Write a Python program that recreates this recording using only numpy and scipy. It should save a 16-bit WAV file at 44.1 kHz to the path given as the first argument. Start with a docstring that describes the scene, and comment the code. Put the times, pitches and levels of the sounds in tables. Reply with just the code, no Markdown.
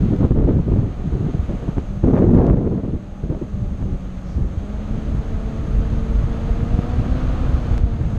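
"""Gusts of wind buffet a microphone on the outside of a vehicle rolling over a grassy field.
Swirls of air (eddies) flap and pop against it, gusting hardest in the first three seconds,
while the body rumbles and thumps over the ground. As the vehicle gathers speed, the engine
note climbs, the tyres swish louder through the grass and a few ruts set the body booming."""
import sys
import numpy as np
from scipy import signal
from scipy.fft import rfft, irfft, next_fast_len
from scipy.io import wavfile
from scipy.ndimage import uniform_filter1d, minimum_filter1d

SR = 44100
rng = np.random.default_rng(int(sys.argv[2]) if len(sys.argv) > 2 else 0)


def int16_out(signal):
    """Quantize to a 16-bit WAV file."""
    q = np.round(np.clip(np.atleast_2d(signal).T, -1, 1) * 32767)
    wavfile.write(sys.argv[1], SR, q.astype(np.int16))


N = 360738
T = np.arange(N) / SR
HZ = np.fft.rfftfreq(N, 1 / SR)


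def gain_of(db):
    """Turns decibels into a number to multiply a sound by."""
    return 10 ** (np.asarray(db) / 20)


def evened(x):
    """Scales a signal so that its average size (rms) is 1."""
    return x / np.sqrt(np.mean(x ** 2) + 1e-20)


def curves(rows):
    """Joins the rows of a timetable with straight lines, one curve for each column after the time."""
    times, *columns = np.transpose(rows)
    return [np.interp(T, times, column) for column in columns]


def gain_at(colour, hz):
    """Looks up the gain at hz in a table of frequencies and decibels."""
    freq_hz, db = np.transpose(colour)
    return gain_of(np.interp(np.log(hz + 1), np.log(freq_hz + 1), db))


def noise(gains):
    """Noise of average size 1, coloured by a gain for each frequency."""
    size = next_fast_len(N)
    spectrum = rfft(rng.standard_normal(size)) * np.interp(np.fft.rfftfreq(size, 1 / SR), HZ, gains)
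    return evened(irfft(spectrum, size)[:N])


def wander(rate_hz):
    """A random wobble of average size 1, mostly slower than rate_hz."""
    return noise(1 / (1 + (HZ / rate_hz) ** 4))


def steadied(x, span_s):
    """Takes swells slower than span_s out of a noise."""
    window = signal.windows.hann(int(span_s * SR))
    return x / np.sqrt(signal.fftconvolve(x ** 2, window / window.sum(), "same") + 1e-9)


def ringing(pitch_hz, width_hz, level_db):
    """Random shaking keeps a part ringing near its own pitch."""
    return gain_of(level_db) * noise(1 / (1 + ((HZ - pitch_hz) / width_hz) ** 2))


def add(mix, start_s, sound):
    """Lays a sound into the mix at start_s."""
    part = mix[max(round(start_s * SR), 0):][:len(sound)]
    part += sound[:len(part)]


def airflow(attack_s=0.0064, sag_db_per_s=-3.5, release_s=0.023):
    """Gusts build up, sag and die away on top of the steady air stream; their powers add."""
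    # gusts: start_s, length_s, buffet_db, rumble_db, tilt_db (per octave; plus = smaller eddies)
    gusts = [(0.0, 0.11, -18, -26.5, -3), (0.114, 0.033, -18.5, -22, 2.5), (.183, 0.018, -19, -18, 0),
             (.203, 0.049, -13.5, -18, 3), (0.303, 0.023, -16.5, -15.5, -1.5),
             (.345, 0.12, -19.5, -17, 2.4), (.466, 0.058, -19, -20.5, 3.5), (.535, 0.061, -17, -20, -0.5),
             (.657, 0.057, -21, -17.5, -2.5), (0.711, 0.09, -20, -20.5, 1.1), (0.821, 0.045, -20.5, -32, 0),
             (.993, 0.007, -29, -21, 4.5), (1.037, 0.04, -22.5, -28, -3), (1.119, 0.04, -19.5, -29, 0),
             (1.189, 0.097, -21, -34, -0.5), (1.334, 0.012, -18, -30, 0), (1.483, 0.066, -24.5, -36, 1),
             (1.621, 0.019, -28, -42, 6), (1.674, 0.0095, -28, -24, 7.5), (1.763, 0.012, -28, -22, 8),
             (2.029, 0.03, -15, -16, 3), (2.07, 0.032, -13.5, -20, 3.5), (2.126, .08, -15, -22, 4.5),
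             (2.215, 0.057, -12.5, -22, 2), (2.279, 0.055, -14, -20, 2.5), (2.33, 0.081, -11.5, -17, 3.5),
             (2.43, 0.097, -16, -16, 4.5), (2.535, 0.05, -18, -22, 2.5), (2.601, 0.176, -20.5, -28.5, 2.5),
             (2.828, 0.0092, -21, -32.5, 3.5), (2.873, 0.017, -21, -28, .5),
             (2.922, 0.028, -20.5, -25, -0.5), (3.228, 0.011, -23.5, -21.5, 0.5),
             (3.289, 0.068, -28, -27.5, 4.5), (3.41, 0.017, -24.5, -26, 2), (3.535, 0.22, -31.5, -25, -5),
             (3.799, .15, -29.5, -24, -1.5), (4.357, 0.1, -31, -20.5, 1.5), (4.9, 0.073, -27.5, -28, -3.5),
             (5.01, .18, -31.5, -26, -6), (6.96, .12, -30, -35, -1), (7.82, .07, -33, -30, -2)]
    # air streaming past the moving vehicle: time_s, level_db
    headwind = [(0, -37), (1.65, -34), (1.9, -32.5), (3.1, -41), (4.2, -36), (4.75, -33.5), (5.1, -31.5),
                (5.58, -30), (5.75, -26), (6.5, -29), (7.1, -26), (8.18, -28)]
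    stream_db, = curves(headwind)
    buffet_power = gain_of(stream_db - 5) ** 2
    rumble_power = gain_of(stream_db + 6.5) ** 2
    tilt_sum = -2 * buffet_power  # the stream leans dull, by 2 dB per octave
    for start_s, length_s, buffet_db, rumble_db, tilt_db in gusts:
        age = np.maximum(T - start_s, 0)
        shape = np.minimum(age / attack_s, 1) * np.exp(-np.maximum(age - length_s, 0) / release_s)
        power = (shape * gain_of(sag_db_per_s * np.minimum(age, length_s))) ** 2
        blast = power * gain_of(buffet_db) ** 2
        buffet_power += blast
        rumble_power += power * gain_of(rumble_db) ** 2
        tilt_sum += tilt_db * blast
    return np.sqrt(buffet_power), np.sqrt(rumble_power), tilt_sum / buffet_power


def buffet(strength, tilt_db, level_db=1.5, middle_hz=180, lumpy_db=2, crackle_db=2.5, flap_db=1.3):
    """Eddies strike the microphone in uneven flaps; the smaller they are, the brighter they sound."""
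    # tone colour of the eddies: frequency_hz, level_db
    colour = [(30, -11), (70, 0), (120, 3), (200, 0.5), (320, -4.5), (400, -9.5), (520, -16.5),
              (800, -29.5), (1300, -40), (2200, -54), (4000, -67.5), (8000, -85.5)]
    eddies = noise(gain_at(colour, HZ)) * gain_of(lumpy_db * wander(rate_hz=45))
    spectrum = rfft(steadied(eddies, span_s=0.045))
    octave = np.log2((HZ + 1) / middle_hz)
    # small eddies come in bursts a few milliseconds long, the more so the harder it blows
    force = np.sqrt(np.minimum(strength / gain_of(-15), 1))
    bursts = force * (np.minimum(noise(HZ / (1 + (HZ / 80) ** 3)), 2) - 0.5)
    out = np.zeros(N)
    for step in range(-3, 6):
        band = irfft(spectrum * np.maximum(1 - abs(octave - step), 0), N)
        smallness = np.clip(step, -1, 2)
        out += band * gain_of(smallness * tilt_db + max(smallness, 0) / 2 * crackle_db * bursts)
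    flaps = noise(np.exp(-2 * np.log2((HZ + 1) / 16) ** 2))  # about 16 a second
    return out * strength * gain_of(level_db + flap_db * steadied(flaps, span_s=0.27))


def rumble(strength, level_db=0.5, jolt_db=2.5):
    """Large eddies rumble, and uneven ground jolts the body so that it booms."""
    # tone colour of the large eddies: frequency_hz, level_db
    colour = [(5, -20.5), (15, -13), (26, -1), (40, -1.5), (50, -3), (62, -3), (90, -8.5), (140, -12.5),
              (300, -37), (900, -91.5)]
    boom = ringing(pitch_hz=50, width_hz=4, level_db=-8)
    shake = (noise(gain_at(colour, HZ)) + boom) * gain_of(jolt_db * wander(rate_hz=9))
    return strength * gain_of(level_db) * steadied(shake, span_s=0.3)


def engine(level_db=1, flutter_db=0.7, waver=0.0015, jitter_cycles=0.016, rasp_db=2.2):
    """The engine note wavers as the vehicle bounces, over a low drone of the body."""
    # how fast and hard the engine works: time_s, pitch_hz, load_db
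    effort = [(0, 247.3, -38.5), (1.0, 241, -40), (1.6, 236.6, -39.5), (1.9, 195.7, -34), (2.8, 196.8, -32),
              (3.1, 196.3, -39.5), (3.38, 205.8, -34.5), (3.7, 195.2, -33.5), (4.0, 188, -34.5),
              (4.45, 181.5, -38), (4.72, 208, -31.5), (4.98, 216.2, -34), (6.45, 227, -31),
              (6.85, 240, -28), (7.15, 253.6, -29.5), (7.37, 258.8, -29.5), (7.8, 231.4, -33),
              (8.18, 226.6, -36)]
    # how well sound gets from engine to microphone: frequency_hz, gain_db
    path = [(180, -0.5), (215, -2.5), (250, -4), (380, -23.5), (415, -18), (445, -9.5), (480, -12),
            (510, -16.5), (545, -15), (600, -17), (660, -19), (712, -16), (742, -20), (780, -23.5),
            (880, -20), (1030, -18)]
    # tones in the note (uneven cylinders add the in-between one): multiple of the pitch
    multiples = [1, 1.25, 2, 3, 4]
    # strength of each of those tones: level_db
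    tone_levels = [-0.25, -15, -0.2, 0, -8.5]
    pitch_hz, load_db = curves(effort)
    cycles = np.cumsum(pitch_hz * (1 + waver * wander(rate_hz=9.67))) / SR
    # uneven firing shifts the timing and makes the higher tones rasp
    cycles += jitter_cycles * wander(rate_hz=35)
    rasp = gain_of(rasp_db * wander(rate_hz=40))
    note = np.zeros(N)
    for multiple, db in zip(multiples, tone_levels):
        flutter = gain_of(db + flutter_db * wander(rate_hz=23)) * evened(rasp ** min(multiple - 1, 1.5))
        tone = np.sin(2 * np.pi * (multiple * cycles + rng.random()))
        note += gain_at(path, multiple * pitch_hz) * flutter * tone
    drone = ringing(pitch_hz=165, width_hz=12, level_db=-6)
    return gain_of(load_db) * (np.sqrt(2) * gain_of(level_db) * note + drone)


def grass_and_hiss(grain_db=0.5, flicker_db=0.25, roar_hz=1300, roar_octaves=0.32, roar_growth=1.7):
    """Tyres swish and roar through the grass and ring the panels, over the microphone's own hiss."""
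    # loudness of the grass swish and the microphone hiss: time_s, swish_db, hiss_db
    # (both dip where strong gusts turn the recorder's gain down)
    levels = [(0.0, -55.5, -61), (0.22, -57, -62), (0.35, -60, -66.5), (1.1, -58, -62), (1.6, -56, -60.5),
              (2.2, -61.5, -62), (2.56, -63.5, -67.5), (3.58, -60.5, -62.5), (4.46, -59.5, -61.5),
              (4.85, -56, -60.5), (6.28, -54, -59), (7.25, -50.5, -59), (7.76, -52, -58.5),
              (7.83, -56.5, -64.5), (8.18, -55, -58.5)]
    # tone colours of the grass swish and the microphone hiss: frequency_hz, level_db
    swish_colour = [(80, 32.5), (300, 28.5), (400, 19.5), (500, 23.5), (720, 20.5), (950, 14), (1280, 12),
                    (1650, 9), (2300, 5.5), (3200, 2.5), (4200, -1), (5200, -8.5), (7000, -16.5),
                    (12000, -42.5)]
    hiss_colour = [(2000, -6), (5200, -11), (6150, 1.5), (6480, 7), (6800, -2), (8000, -6.5), (9200, -10),
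                   (10200, -19.5), (11300, -13.5), (12800, -18), (14000, -29)]
    # ringing body panels: pitch_hz, width_hz, level_db (compared with swish_db)
    panels = [(458.7, 8.9, 2.5), (583, 14, 0), (1129, 33, -2.5), (1225, 9.8, -2.5), (1292, 54, -3)]
    swish_db, hiss_db = curves(levels)
    gains = gain_at(swish_colour, HZ)
    treble = (HZ > 2500) & (HZ < 5000)  # swish_db sets the level of this band
    swish = noise(gains) * np.linalg.norm(gains) / np.linalg.norm(gains[treble])
    blades = gain_of(grain_db * wander(rate_hz=130) + flicker_db * wander(rate_hz=23))
    ring = sum(ringing(*panel) for panel in panels)
    # the roar of the tread grows faster with speed than the swish
    roar_db = -47 + roar_growth * (swish_db - swish_db.max()) + wander(rate_hz=12)
    roar = gain_of(roar_db) * noise(1 / (1 + (np.log2((HZ + 1) / roar_hz) / roar_octaves) ** 2))
    mic_hiss = gain_of(hiss_db - 1) * noise(gain_at(hiss_colour, HZ))
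    return roar + gain_of(swish_db) * (swish * blades + ring) + mic_hiss


def ticks(fall_s=0.00054, dull_hz=7000):
    """Each small, dry tick is a quick step of pressure that leaks away."""
    # sharp ticks: start_s, level_db
    clicks = [(.164, -28), (.260, -32), (2.348, -34), (2.468, -24.5), (7.780, -17)]
    out, t = np.zeros(N), np.arange(SR // 100) / SR
    for start_s, db in clicks:
        add(out, start_s, gain_of(db) * np.exp(-t / fall_s))
    return signal.sosfilt(signal.butter(2, dull_hz, fs=SR, output="sos"), out)


def pops(spread=7.1, dull_hz=2600):
    """A tight eddy crosses the microphone's opening: a pressure spike inside a wide, shallow dip."""
    # pops of wind: time_s, level_db, width_s
    eddies = [(0.309, -11, .0008), (.388, -4, 0.0016), (.739, -11, 0.0011), (.799, -9.5, 0.002),
              (1.141, -12, 0.0017), (1.264, -12, 0.0017), (1.350, -17, 0.0015), (1.495, -8, 0.0018),
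              (1.7823, -2.5, 0.00099), (2.166, -7, .0005), (2.244, -10, .0006), (2.499, -10.5, 0.00035),
              (3.349, -15, 0.00074), (3.826, -13.5, 0.00078)]
    out, t = np.zeros(N), np.arange(-SR // 40, SR // 40) / SR
    for time_s, db, width_s in eddies:
        spike = np.exp(-abs(t) / width_s) - np.exp(-abs(t) / (spread * width_s)) / spread
        add(out, time_s + t[0], gain_of(db) * spike / spike.max())
    return signal.sosfilt(signal.butter(3, dull_hz, fs=SR, output="sos"), out)


def thumps(level_db=-1, rise_cycles=0.43, grit_hz=900, crackle_per_hz=0.00036):
    """Each thump is a push of pressure that swings back and dies within a cycle or two."""
    # the hardest thumps of air and body: peak_s, level_db, pitch_hz
    blows = [(0.319, -5, 101), (.722, -6, 119), (.790, -4.5, 101), (1.127, -10.5, 63.7), (1.398, -5, 66.3),
             (1.691, -6.5, 152), (1.974, -14, 130), (2.036, -4, 112.4), (2.349, -15, 223),
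             (2.509, -3.5, 180), (2.776, -11, 140), (3.304, -10, 105.7), (3.624, -13.5, 85.3),
             (3.866, -13.5, 59.7), (4.369, -7.5, 58.2), (4.425, -8, 47.6), (4.577, -11.5, 80.6),
             (5.151, -8, 149), (5.347, -11.5, 59), (5.929, -7.5, 65), (6.24, -7, 111.1), (6.512, -7.5, 42),
             (6.632, -5.5, 87.5), (6.746, -5.5, 68.5), (6.791, -2.5, 150), (6.995, -10, 120.8),
             (7.494, -8, 100), (7.54, -8.5, 54.5), (7.713, -7.5, 64.5), (7.84, -5, 72.5), (8.013, -7, 75.4),
             (8.133, -10, 120.7)]
    out, t = np.zeros(N), np.arange(SR // 8) / SR
    grit = noise(1 / (1 + (HZ / grit_hz) ** 3))
    for peak_s, db, hz in blows:
        rise_s = rise_cycles / hz
        shape = (t / rise_s * np.exp(1 - t / rise_s)) ** 2
        # quicker thumps crackle more
        crackle = crackle_per_hz * hz * np.roll(grit, rng.integers(N))[:len(t)]
        swing = np.sin(2 * np.pi * hz * t) + crackle
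        add(out, peak_s - rise_s, gain_of(db + level_db) * shape * swing)
    return out


def whine(start_s=2.9, end_s=4.4, fade_s=0.2):
    """The parts that drive the wheels whine faintly while the vehicle coasts."""
    fade = np.clip(np.minimum(T - start_s, end_s - T) / fade_s, 0, 1)
    return fade * ringing(pitch_hz=823, width_hz=5, level_db=-58)


def brush(peak_s=4.315, swell_s=0.07, level_db=-59.5, centre_hz=5200, width_hz=1700):
    """A tall tuft sweeps briefly along the body."""
    swell = np.exp(-((T - peak_s) / swell_s) ** 2)
    return gain_of(level_db) * swell * noise(np.exp(-((HZ - centre_hz) / width_hz) ** 2))


def ruts(ring_hz=50, swell_s=0.037):
    """A wheel drops into a rut and the body rings for a few slow cycles."""
    # wheel drops: start_s, level_db
    drops = [(5.695, -12), (6.125, -11.5), (7.691, -13)]
    out, t = np.zeros(N), np.arange(SR // 2) / SR
    boom = t / swell_s * np.exp(1 - t / swell_s) * np.sin(2 * np.pi * ring_hz * t)
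    for start_s, db in drops:
        add(out, start_s, gain_of(db) * boom)
    return out


def scene():
    """Wind and vehicle meet at one microphone."""
    buffet_strength, rumble_strength, tilt_db = airflow()
    wind = buffet(buffet_strength, tilt_db) + rumble(rumble_strength) + thumps() + pops()
    return (wind + engine() + whine() + grass_and_hiss() + brush() + ruts() + ticks())[None]


def record(dry):
    """A limiter turns down the hardest blasts, the ends fade and the highest treble is cut."""
    ceiling, fade_s, top_hz = 0.8, 0.004, 13900
    allowed_gain = np.minimum(ceiling / (abs(dry) + 1e-9), 1)
    gain = uniform_filter1d(minimum_filter1d(allowed_gain, size=441), size=441)  # smooth over 10 ms
    fade = np.minimum(np.minimum(T, T[-1] - T) / fade_s, 1)
    treble_cut = signal.firwin(511, top_hz, window=("kaiser", 9), fs=SR)
    return signal.oaconvolve(dry * gain * fade, treble_cut[None], "same")


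dry = scene()
out = record(dry)
int16_out(out)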